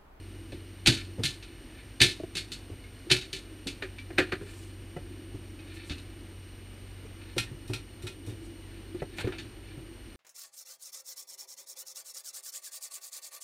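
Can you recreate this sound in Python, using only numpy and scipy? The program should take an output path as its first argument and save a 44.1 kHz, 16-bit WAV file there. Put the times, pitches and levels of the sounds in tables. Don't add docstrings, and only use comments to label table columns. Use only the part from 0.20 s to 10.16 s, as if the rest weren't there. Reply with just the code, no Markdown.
import sys
import numpy as np
from scipy import signal
from scipy.fft import rfft, irfft, next_fast_len
from scipy.io import wavfile
from scipy.ndimage import map_coordinates

SR = 44100
rng = np.random.default_rng(int(sys.argv[2]) if len(sys.argv) > 2 else 0)


def log_audio(samples):
    frames = np.atleast_2d(samples).T
    limited = np.clip(frames, -1, 1)
    pcm = np.round(limited * 32767).astype(np.int16)
    wavfile.write(sys.argv[1], SR, pcm)


N = 439236


def amp(db):
    return 10 ** (np.asarray(db) / 20)


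def unit(x):
    return x / np.sqrt(np.mean(x ** 2) + 1e-20)


def along(points, hz):
    f, v = np.transpose(points)
    return np.interp(np.log(hz + 1), np.log(f + 1), v)


def curve(rows):
    return np.interp(np.arange(N) / SR, *np.transpose(rows))


def wobble(rate, size=N):
    knots = rng.standard_normal(int(size * rate / SR) + 4)
    return map_coordinates(knots, [np.arange(size) * rate / SR], mode="nearest")


def noise(colour, size=N):
    m = next_fast_len(size)
    spectrum = rfft(rng.standard_normal(m)) * amp(colour(np.fft.rfftfreq(m, 1 / SR)))
    return unit(irfft(spectrum, m)[:size])


def fade(t, t60):
    return np.exp(-np.log(1000) * t / t60)


def add(track, s, sound):
    part = track[round(s * SR):][:len(sound)]
    part += sound[:len(part)]


def resonances(modes, hz):
    return 20 * np.log10(sum(amp(db) / (1 + (2 * (hz - centre) / width) ** 2) for centre, width, db in modes))


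def swells(rows):
    t = np.arange(N) / SR
    return sum(amp(db) * np.exp(-np.minimum(((t - s) / half) ** 2, 50)) for s, db, half in rows)


def ringing(modes, t, scatter_db, blur):
    hz, db = np.transpose(modes)
    sizes = amp(db + rng.normal(0, scatter_db, len(hz)))
    steps = rng.normal(0, blur, (len(hz), len(t) // 10 + 1))
    drift = np.repeat(np.cumsum(steps, axis=1), 10, axis=1)[:, :len(t)]
    phase = 2 * np.pi * (hz[:, None] * t + rng.random((len(hz), 1))) + drift
    return unit(sizes @ np.sin(phase.astype(np.float32)))


def rattle(size, rate, kick):
    hops = (rng.random(size) < rate / SR) * rng.uniform(0, kick, size)
    bursts = signal.lfilter([1], [1, -np.exp(-1 / (0.013 * SR))], hops)
    return unit(1 + bursts)


def strikes(contacts, modes, wash, ring_db, crack_db, tail_db, tail_t60, graze_db, blur):
    lead = .012
    out, t = np.zeros(N), np.arange(SR // 2) / SR - lead
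    after = np.maximum(t, 0)
    for s, db, bright, t60 in contacts:
        tilt = lambda hz: bright * np.log2(np.maximum(hz, 800) / 3000)
        ring = ringing([(hz, level + tilt(hz)) for hz, level in modes], t, scatter_db=4.0, blur=blur)
        dense = noise(lambda hz: along(wash, hz) + tilt(hz), size=len(t))
        crack = 1 + amp(crack_db) * fade(after, 0.0032)
        body = dense * crack + amp(ring_db) * ring
        tail = amp(tail_db) * fade(after, tail_t60) * rattle(size=len(t), rate=70, kick=2)
        decay = fade(after, t60) + tail
        graze = amp(graze_db) * fade(np.abs(t), 0.014)
        add(out, s - lead, amp(db - 5.0) * body * np.where(t < 0, graze, decay))
    return out


# pitch_hz, relative density_db (per Hz)
WASH_COLOUR = [(15, -37), (30, -6), (70, -7), (115, -7.5), (170, -20.5), (260, -9.5), (400, -17.5),
               (660, -25.5), (1100, -28.5), (2400, -26), (3400, -30.5), (5500, -37), (7000, -42),
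               (10000, -47)]
WASH_TREBLE_DB = -59


def sea():
    wash = noise(lambda hz: along(WASH_COLOUR, hz))
    treble = signal.sosfilt(signal.butter(2, [1000, 6000], "band", fs=SR, output="sos"), wash)
    fizz_colour = [(3000, -40), (7000, -18.5), (8600, 14), (9600, 3.5), (12000, -5), (15000, -4)]
    fizz = noise(lambda hz: along(fizz_colour, hz))
    wash_gain = amp(WASH_TREBLE_DB + 0.44 * wobble(9.3)) / np.std(treble)
    return wash_gain * wash + amp(-71.0 + wobble(20)) * fizz


# pitch_hz, level_db (rms)
WHINE_TONES = [(2907, -73), (2937, -68), (2967, -104), (8781, -65), (11687, -76), (11718, -80),
               (14625, -78.5)]


def whine():
    t = np.arange(N) / SR
    return sum(amp(db) * np.sqrt(2) * np.sin(2 * np.pi * hz * t + .12 * wobble(15)) for hz, db in WHINE_TONES)


# time_s, shaft_hz
SHAFT_SPEED = [(0, 46.92), (1.4, 47.4), (4.3, 47.59), (5.8, 46.58), (9.96, 47.77)]
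# time_s, level_db (before FIRING_GAIN_DB)
FIRING_LEVEL = [(0.0, -47.5), (0.47, -48.5), (0.91, -45.5), (1.14, -56), (1.63, -59.5), (2.27, -49.5),
                (3.1, -58), (3.85, -48), (7.16, -50.5), (7.32, -53.5), (8.76, -50), (9.96, -56.5)]
# time_s, level_db (before BOOM_GAIN_DB)
BOOM_LEVEL = [(0.0, -53), (0.94, -51.5), (1.36, -58), (1.83, -60), (2.02, -51.5), (2.66, -61), (3.38, -52),
              (3.88, -57.5), (4.08, -48.5), (4.69, -56.5), (5.27, -52), (6.74, -60.5), (8.88, -49),
              (9.96, -53)]
# pitch_hz, width_hz, relative level_db
COVER_RESONANCES = [(3900, 140, -13.5), (4276, 81, 8), (5700, 100, 3)]
FIRING_GAIN_DB, BOOM_GAIN_DB = 1, -1.5


def outboard():
    shaft_hz = curve(SHAFT_SPEED)
    turn = 2 * np.pi * np.cumsum(shaft_hz + 0.073 * wobble(5)) / SR
    shaft = amp(-53 + 0.59 * wobble(3.4)) * np.sin(turn)
    firing_gain = amp(FIRING_GAIN_DB + curve(FIRING_LEVEL) + .6 * wobble(6))
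    firing = firing_gain * (np.sin(2 * turn) + amp(-18) * np.sin(4 * turn))
    resonance = noise(lambda hz: resonances([(330, 75, 0)], hz))
    seventh = .8 * np.sin(7 * turn + .8 * wobble(14))
    boom = amp(BOOM_GAIN_DB + curve(BOOM_LEVEL) + 2.1 * wobble(5.5)) * (resonance + seventh)
    since_tick = turn % (2 * np.pi) / (2 * np.pi * shaft_hz)
    cover = noise(lambda hz: resonances(COVER_RESONANCES, hz))
    ticks = amp(-70.5) * unit(fade(since_tick, 0.074) * cover)
    return np.sqrt(2) * (shaft + firing) + boom + ticks


# middle_s, level_db, half_length_s
JACKET_SWISHES = [(4.366, -57, 0.13), (5.56, -55, 0.022), (5.68, -56, 0.035), (8.25, -59.5, 0.026),
                  (9.001, -48.5, 0.03)]
# pitch_hz, relative density_db (per Hz)
CLOTH_COLOUR = [(500, -28), (2000, 1), (4000, 3), (6500, -1), (8500, 4.5), (12000, -8), (15000, -9)]


def jacket():
    grain = amp(2.0 * wobble(76))
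    return swells(JACKET_SWISHES) * grain * noise(lambda hz: along(CLOTH_COLOUR, hz))


# pitch_hz, relative level_db
DECK_MODES = [(68, -4), (103, -4.5), (128, -1), (160, -3), (200, -4.5), (245, -7), (290, 4), (335, 2),
              (372, 4), (430, -5.5), (520, -15.5), (610, -26), (740, -24)]


def thumps(rows):
    out, t = np.zeros(N), np.arange(SR // 2) / SR
    for s, db, hz, t60, deck_db in rows:
        panel = ringing([(hz, 0)], t, scatter_db=0, blur=0.097)
        deck = ringing(DECK_MODES, t, scatter_db=4.5, blur=0.12)
        soft_onset = 1 - np.exp(-t / 0.0024)
        add(out, s, amp(db) * (panel + amp(deck_db) * deck) * fade(t, t60) * soft_onset)
    return out


# start_s, level_db, pitch_hz
DECK_STEPS = [(.327, -33.5, 89.5), (.991, -26, 98.5), (2.514, -37, 87), (5.145, -35.5, 96),
              (5.704, -30.5, 87.5), (7.313, -37.5, 130), (9.045, -25.5, 107), (9.249, -39, 109),
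              (9.573, -37.5, 125)]
# start_s, level_db, panel_hz, other_modes_db (against the panel)
GEAR_BUMPS = [(.322, -41, 552, -6), (.983, -38, 570, 6), (.993, -32, 460, -4), (1.999, -34, 638, 6),
              (2.033, -36, 660, 9.5), (2.497, -40.5, 416, 4.5), (2.869, -35.5, 353, -20),
              (3.463, -32.5, 285, 0.5), (5.14, -40, 300, -4), (6.85, -44, 428, -6), (7.165, -32, 517, 7.5),
              (8.746, -27, 340, -25)]
FOOT_T60, FOOT_SPREAD_DB = 0.17, -6
BUMP_CYCLES = 37.4


def moving_about():
    feet = [(s, db, hz, FOOT_T60, FOOT_SPREAD_DB) for s, db, hz in DECK_STEPS]
    bumps = [(s, db, hz, BUMP_CYCLES / hz, deck_db) for s, db, hz, deck_db in GEAR_BUMPS]
    return thumps(feet + bumps)


# middle_s, level_db, half_length_s
GEAR_SCRAPES = [(.79, -43.5, 0.034), (4.3, -53.5, 0.045), (5.62, -57, .14), (7.03, -56, 0.012),
                (8.8, -53.5, 0.02), (9.01, -50, 0.074), (9.51, -57, 0.054)]
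FIDGET_DB, FIDGET_SWING_DB = -72, 6.5


def scrapes():
    modes = [(hz, 130, db - 9 * np.log2(hz / 3000)) for hz, db in METAL_MODES]
    slips = unit(amp(2.8 * wobble(130)))
    fidget = amp(FIDGET_DB + FIDGET_SWING_DB * wobble(8))
    return (swells(GEAR_SCRAPES) + fidget) * slips * noise(lambda hz: resonances(modes, hz))


# start_s, level_db, pitch_hz
TACKLE_CLINKS = [(2.639, -53.5, 2160), (3.785, -41.5, 2330), (5.391, -51, 2530), (7.269, -52.5, 1840)]
CLINK_T60, CLINK_WASH_DB = 0.15, -3


def clinks():
    out, t = np.zeros(N), np.arange(SR // 2) / SR
    for s, db, hz in TACKLE_CLINKS:
        dense = noise(lambda f: along(METAL_WASH_COLOUR, f) - 7 * np.log2(np.maximum(f, hz) / hz), size=len(t))
        ring = ringing([(hz, 0)], t, scatter_db=0, blur=0.12)
        add(out, s, amp(db) * (ring + amp(CLINK_WASH_DB) * dense) * fade(t, CLINK_T60))
    return out


# start_s, level_db
LOCKER_KNOCKS = [(4.764, -28), (8.819, -25.5)]
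# pitch_hz, relative level_db
LOCKER_WALL_MODES = [(140, 2.5), (385, -1), (500, -1.5), (560, -3), (721, -6.5), (877, -14), (1320, -13.5),
                     (1990, -14), (2540, -19), (2930, -23)]
CLONK_T60, CLONK_WASH_DB = 0.08, -16


def clonks():
    out, t = np.zeros(N), np.arange(SR // 2) / SR
    for s, db in LOCKER_KNOCKS:
        dull = lambda hz: along(WOOD_WASH_COLOUR, hz) - 11 * np.log2(np.maximum(hz, 700) / 700)
        dense = noise(dull, size=len(t))
        ring = ringing(LOCKER_WALL_MODES, t, scatter_db=0, blur=0.12)
        soft_onset = 1 - np.exp(-t / 0.0018)
        add(out, s, amp(db) * (ring + amp(CLONK_WASH_DB) * dense) * fade(t, CLONK_T60) * soft_onset)
    return out


# clack_s, clack_db (before the trim in strikes), chatter_length_s, jolt_db
HATCH_MOVES = [(7.181, -24, .016, -32), (7.535, -33, 0.057, -28.5), (7.869, -36.5, .046, -35),
               (8.096, -50, 0.032, -33)]
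# pitch_hz, relative level_db
LID_MODES = [(1367, -48.5), (1836, -48), (2121, -51), (2498, -40.5), (3677, -48), (3833, -62), (4167, -49),
             (5701, -55), (8613, -73)]
# pitch_hz, relative density_db (per Hz)
LID_WASH_COLOUR = [(350, -56), (600, -26), (875, -11), (1160, -25), (1380, -11.5), (1960, -14.5),
                   (2430, -2.5), (3020, -8), (3750, -5.5), (4900, -13.5), (5770, -15), (6600, -21.5),
                   (8640, -16), (15000, -36)]
CLACK_BRIGHT, CLACK_T60 = 1, 0.16
CHATTER_DB, CHATTER_BRIGHT, CHATTER_T60 = -50, 7.4, 0.32
LOCKER_HZ, LOCKER_T60, LOCKER_SPREAD_DB = 109.6, 0.27, -4.5
JOLT_SHARE = .7


def hatch():
    clacks = [(s, db, CLACK_BRIGHT, CLACK_T60) for s, db, _, _ in HATCH_MOVES]
    chatter = [(s - length, CHATTER_DB, CHATTER_BRIGHT, CHATTER_T60) for s, _, length, _ in HATCH_MOVES]
    lid = strikes(clacks + chatter, LID_MODES, LID_WASH_COLOUR, ring_db=-3.5, crack_db=-7,
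                  tail_db=-4.5, tail_t60=0.18, graze_db=-7, blur=0.081)
    jolts = [(s - JOLT_SHARE * length, db, LOCKER_HZ, LOCKER_T60, LOCKER_SPREAD_DB)
             for s, _, length, db in HATCH_MOVES]
    return lid + thumps(jolts)


# start_s, level_db (before the trim in strikes),
# brightness_db_per_octave, panel_hz, panel_db, wood_t60_s
WOOD_KNOCKS = [(3.624, -28.5, -2, 387, -36, 0.11), (3.904, -43, -9.5, 332, -38.5, 0.095),
               (3.9834, -12.5, -1, 367, -21.5, 0.11), (4.122, -25.5, -2, 378.5, -28, .1),
               (4.211, -48.5, -5, 397, -38, 0.12), (9.043, -47, -9, 478, -30, 0.049),
               (9.073, -37, -3, 375, -26.5, .1)]
# pitch_hz, relative level_db
WOOD_MODES = [(738, -4.5), (1228, -2), (1403, -3.5), (1498, -11), (1764, -4), (2215, -25), (2369, 2),
              (2469, 4.5), (2810, -5), (3763, -12), (4323, -6)]
# pitch_hz, relative density_db (per Hz)
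WOOD_WASH_COLOUR = [(290, -46), (500, -10.5), (724, -22.5), (1080, -24.5), (1770, -4), (2050, -13),
                    (2230, -9.5), (3320, -16.5), (4290, -16), (5380, -31.5), (8860, -33.5), (15000, -49)]
PANEL_RINGS_LONGER, PANEL_SPREAD_DB = 1.58, -2.5


def knocks():
    contacts = [(s, db, bright, t60) for s, db, bright, _, _, t60 in WOOD_KNOCKS]
    wood = strikes(contacts, WOOD_MODES, WOOD_WASH_COLOUR, ring_db=-6.0, crack_db=-18,
                   tail_db=-14.5, tail_t60=0.28, graze_db=-4.5, blur=0.18)
    panels = [(s, db, hz, PANEL_RINGS_LONGER * t60, PANEL_SPREAD_DB) for s, _, _, hz, db, t60 in WOOD_KNOCKS]
    return wood + thumps(panels)


# pitch_hz, relative level_db
METAL_MODES = [(1405, -15), (1762, -4), (2164, -6), (2345, -7.5), (2390, -6.5), (2611, -1.5), (3018, -2.5),
               (3456, -3), (3640, -3.5), (3770, -4.5), (3865, -8), (4015, -12), (4158, -3.5), (4242, -7),
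               (4406, 0), (4465, -13), (4750, -15), (5082, -12), (5390, -18), (7025, -17), (8576, -26)]
# pitch_hz, relative density_db (per Hz)
METAL_WASH_COLOUR = [(350, -24), (600, -20.5), (850, -20), (1100, -26), (1450, -9), (1900, -10), (2400, -2),
                     (3200, -4.5), (3750, -1.5), (4450, -3.5), (5100, -11), (7000, -14), (7400, -17),
                     (8600, -14), (12800, -30.5), (15000, -43)]
BLOW_T60, FRAME_T60 = 0.1, 0.14


def frame(contacts):
    return strikes(contacts, METAL_MODES, METAL_WASH_COLOUR, ring_db=-3.0, crack_db=-5.5,
                   tail_db=-12, tail_t60=0.34, graze_db=-9.5, blur=0.09)


# start_s, level_db (before the trim in strikes),
# brightness_db_per_octave, second_edge_later_s, second_edge_db (against the first)
GEAR_CLATTER = [(.321, -47.5, -4, .02, -5), (1.036, -24, 3, 0.018, 1), (1.226, -44, -1.5, .014, -8),
                (2.153, -29.5, 1.5, 0.017, 2.5), (2.319, -33, 2.5, 0.014, -10),
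                (3.13, -29.5, 2, .036, -10.5), (3.471, -30.5, 2, .016, -14), (5.697, -35, -3, .015, -2),
                (5.782, -48, 3, .016, -16), (8.985, -32, -10.5, 0.024, -5), (9.123, -39, -11.5, 0.016, -9),
                (9.184, -37.5, -3, .016, -10)]
SHAKE_DB, SHAKE_HZ, SHAKE_T60 = -14.5, 149, 0.24


def clatter():
    first = [(s, db, bright, FRAME_T60) for s, db, bright, _, _ in GEAR_CLATTER]
    second = [(s + later, db + edge_db, bright, FRAME_T60) for s, db, bright, later, edge_db in GEAR_CLATTER]
    shakes = [(s, db + SHAKE_DB, SHAKE_HZ, SHAKE_T60, 3) for s, db, *_ in GEAR_CLATTER]
    return frame(first + second) + thumps(shakes)


# start_s, level_db (before the trim in strikes),
# brightness_db_per_octave, boom_db
CLUB_BLOWS = [(.673, -10, 1, -23.5), (1.816, -10, 1.5, -27.5), (2.914, -12.5, 0.2, -29)]
GIVE_S, GIVE_DB, GIVE_DULLER = .012, -8.5, -3.5
BOUNCE_S, BOUNCE_DB, BOUNCE_LOSS_DB = .05, -18.5, -8
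BOOM_LEAD_S, BOOM_HZ, BOOM_T60, BOOM_SPREAD_DB = 0.00601, 115.4, 0.25, 5.5


def blows():
    contacts, booms = [], []
    for s, db, bright, boom_db in CLUB_BLOWS:
        contacts.append((s - GIVE_S, db + GIVE_DB, bright + GIVE_DULLER, FRAME_T60))
        contacts.append((s, db, bright, BLOW_T60))
        for k in range(2):
            landing_db = db + BOUNCE_DB + k * BOUNCE_LOSS_DB
            contacts.append((s + (k + 1) * BOUNCE_S, landing_db, bright, FRAME_T60))
        booms.append((s - BOOM_LEAD_S, boom_db, BOOM_HZ, BOOM_T60, BOOM_SPREAD_DB))
    return frame(contacts) + thumps(booms)


def scene():
    background = sea() + whine() + outboard()
    angler = jacket() + moving_about()
    gear = scrapes() + clinks() + clonks() + hatch() + knocks() + clatter() + blows()
    mid = background + angler + gear
    side = amp(-83) * noise(lambda hz: along([(100, 10), (1000, 0), (15000, -7.0)], hz))
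    return np.array([mid + side, mid - side])


TOP_HZ = 15200


def record(dry):
    m = next_fast_len(N + SR // 2)
    return irfft(rfft(dry, m) * (np.fft.rfftfreq(m, 1 / SR) < TOP_HZ), m)[:, :N]


dry = scene()
out = record(dry)
log_audio(out)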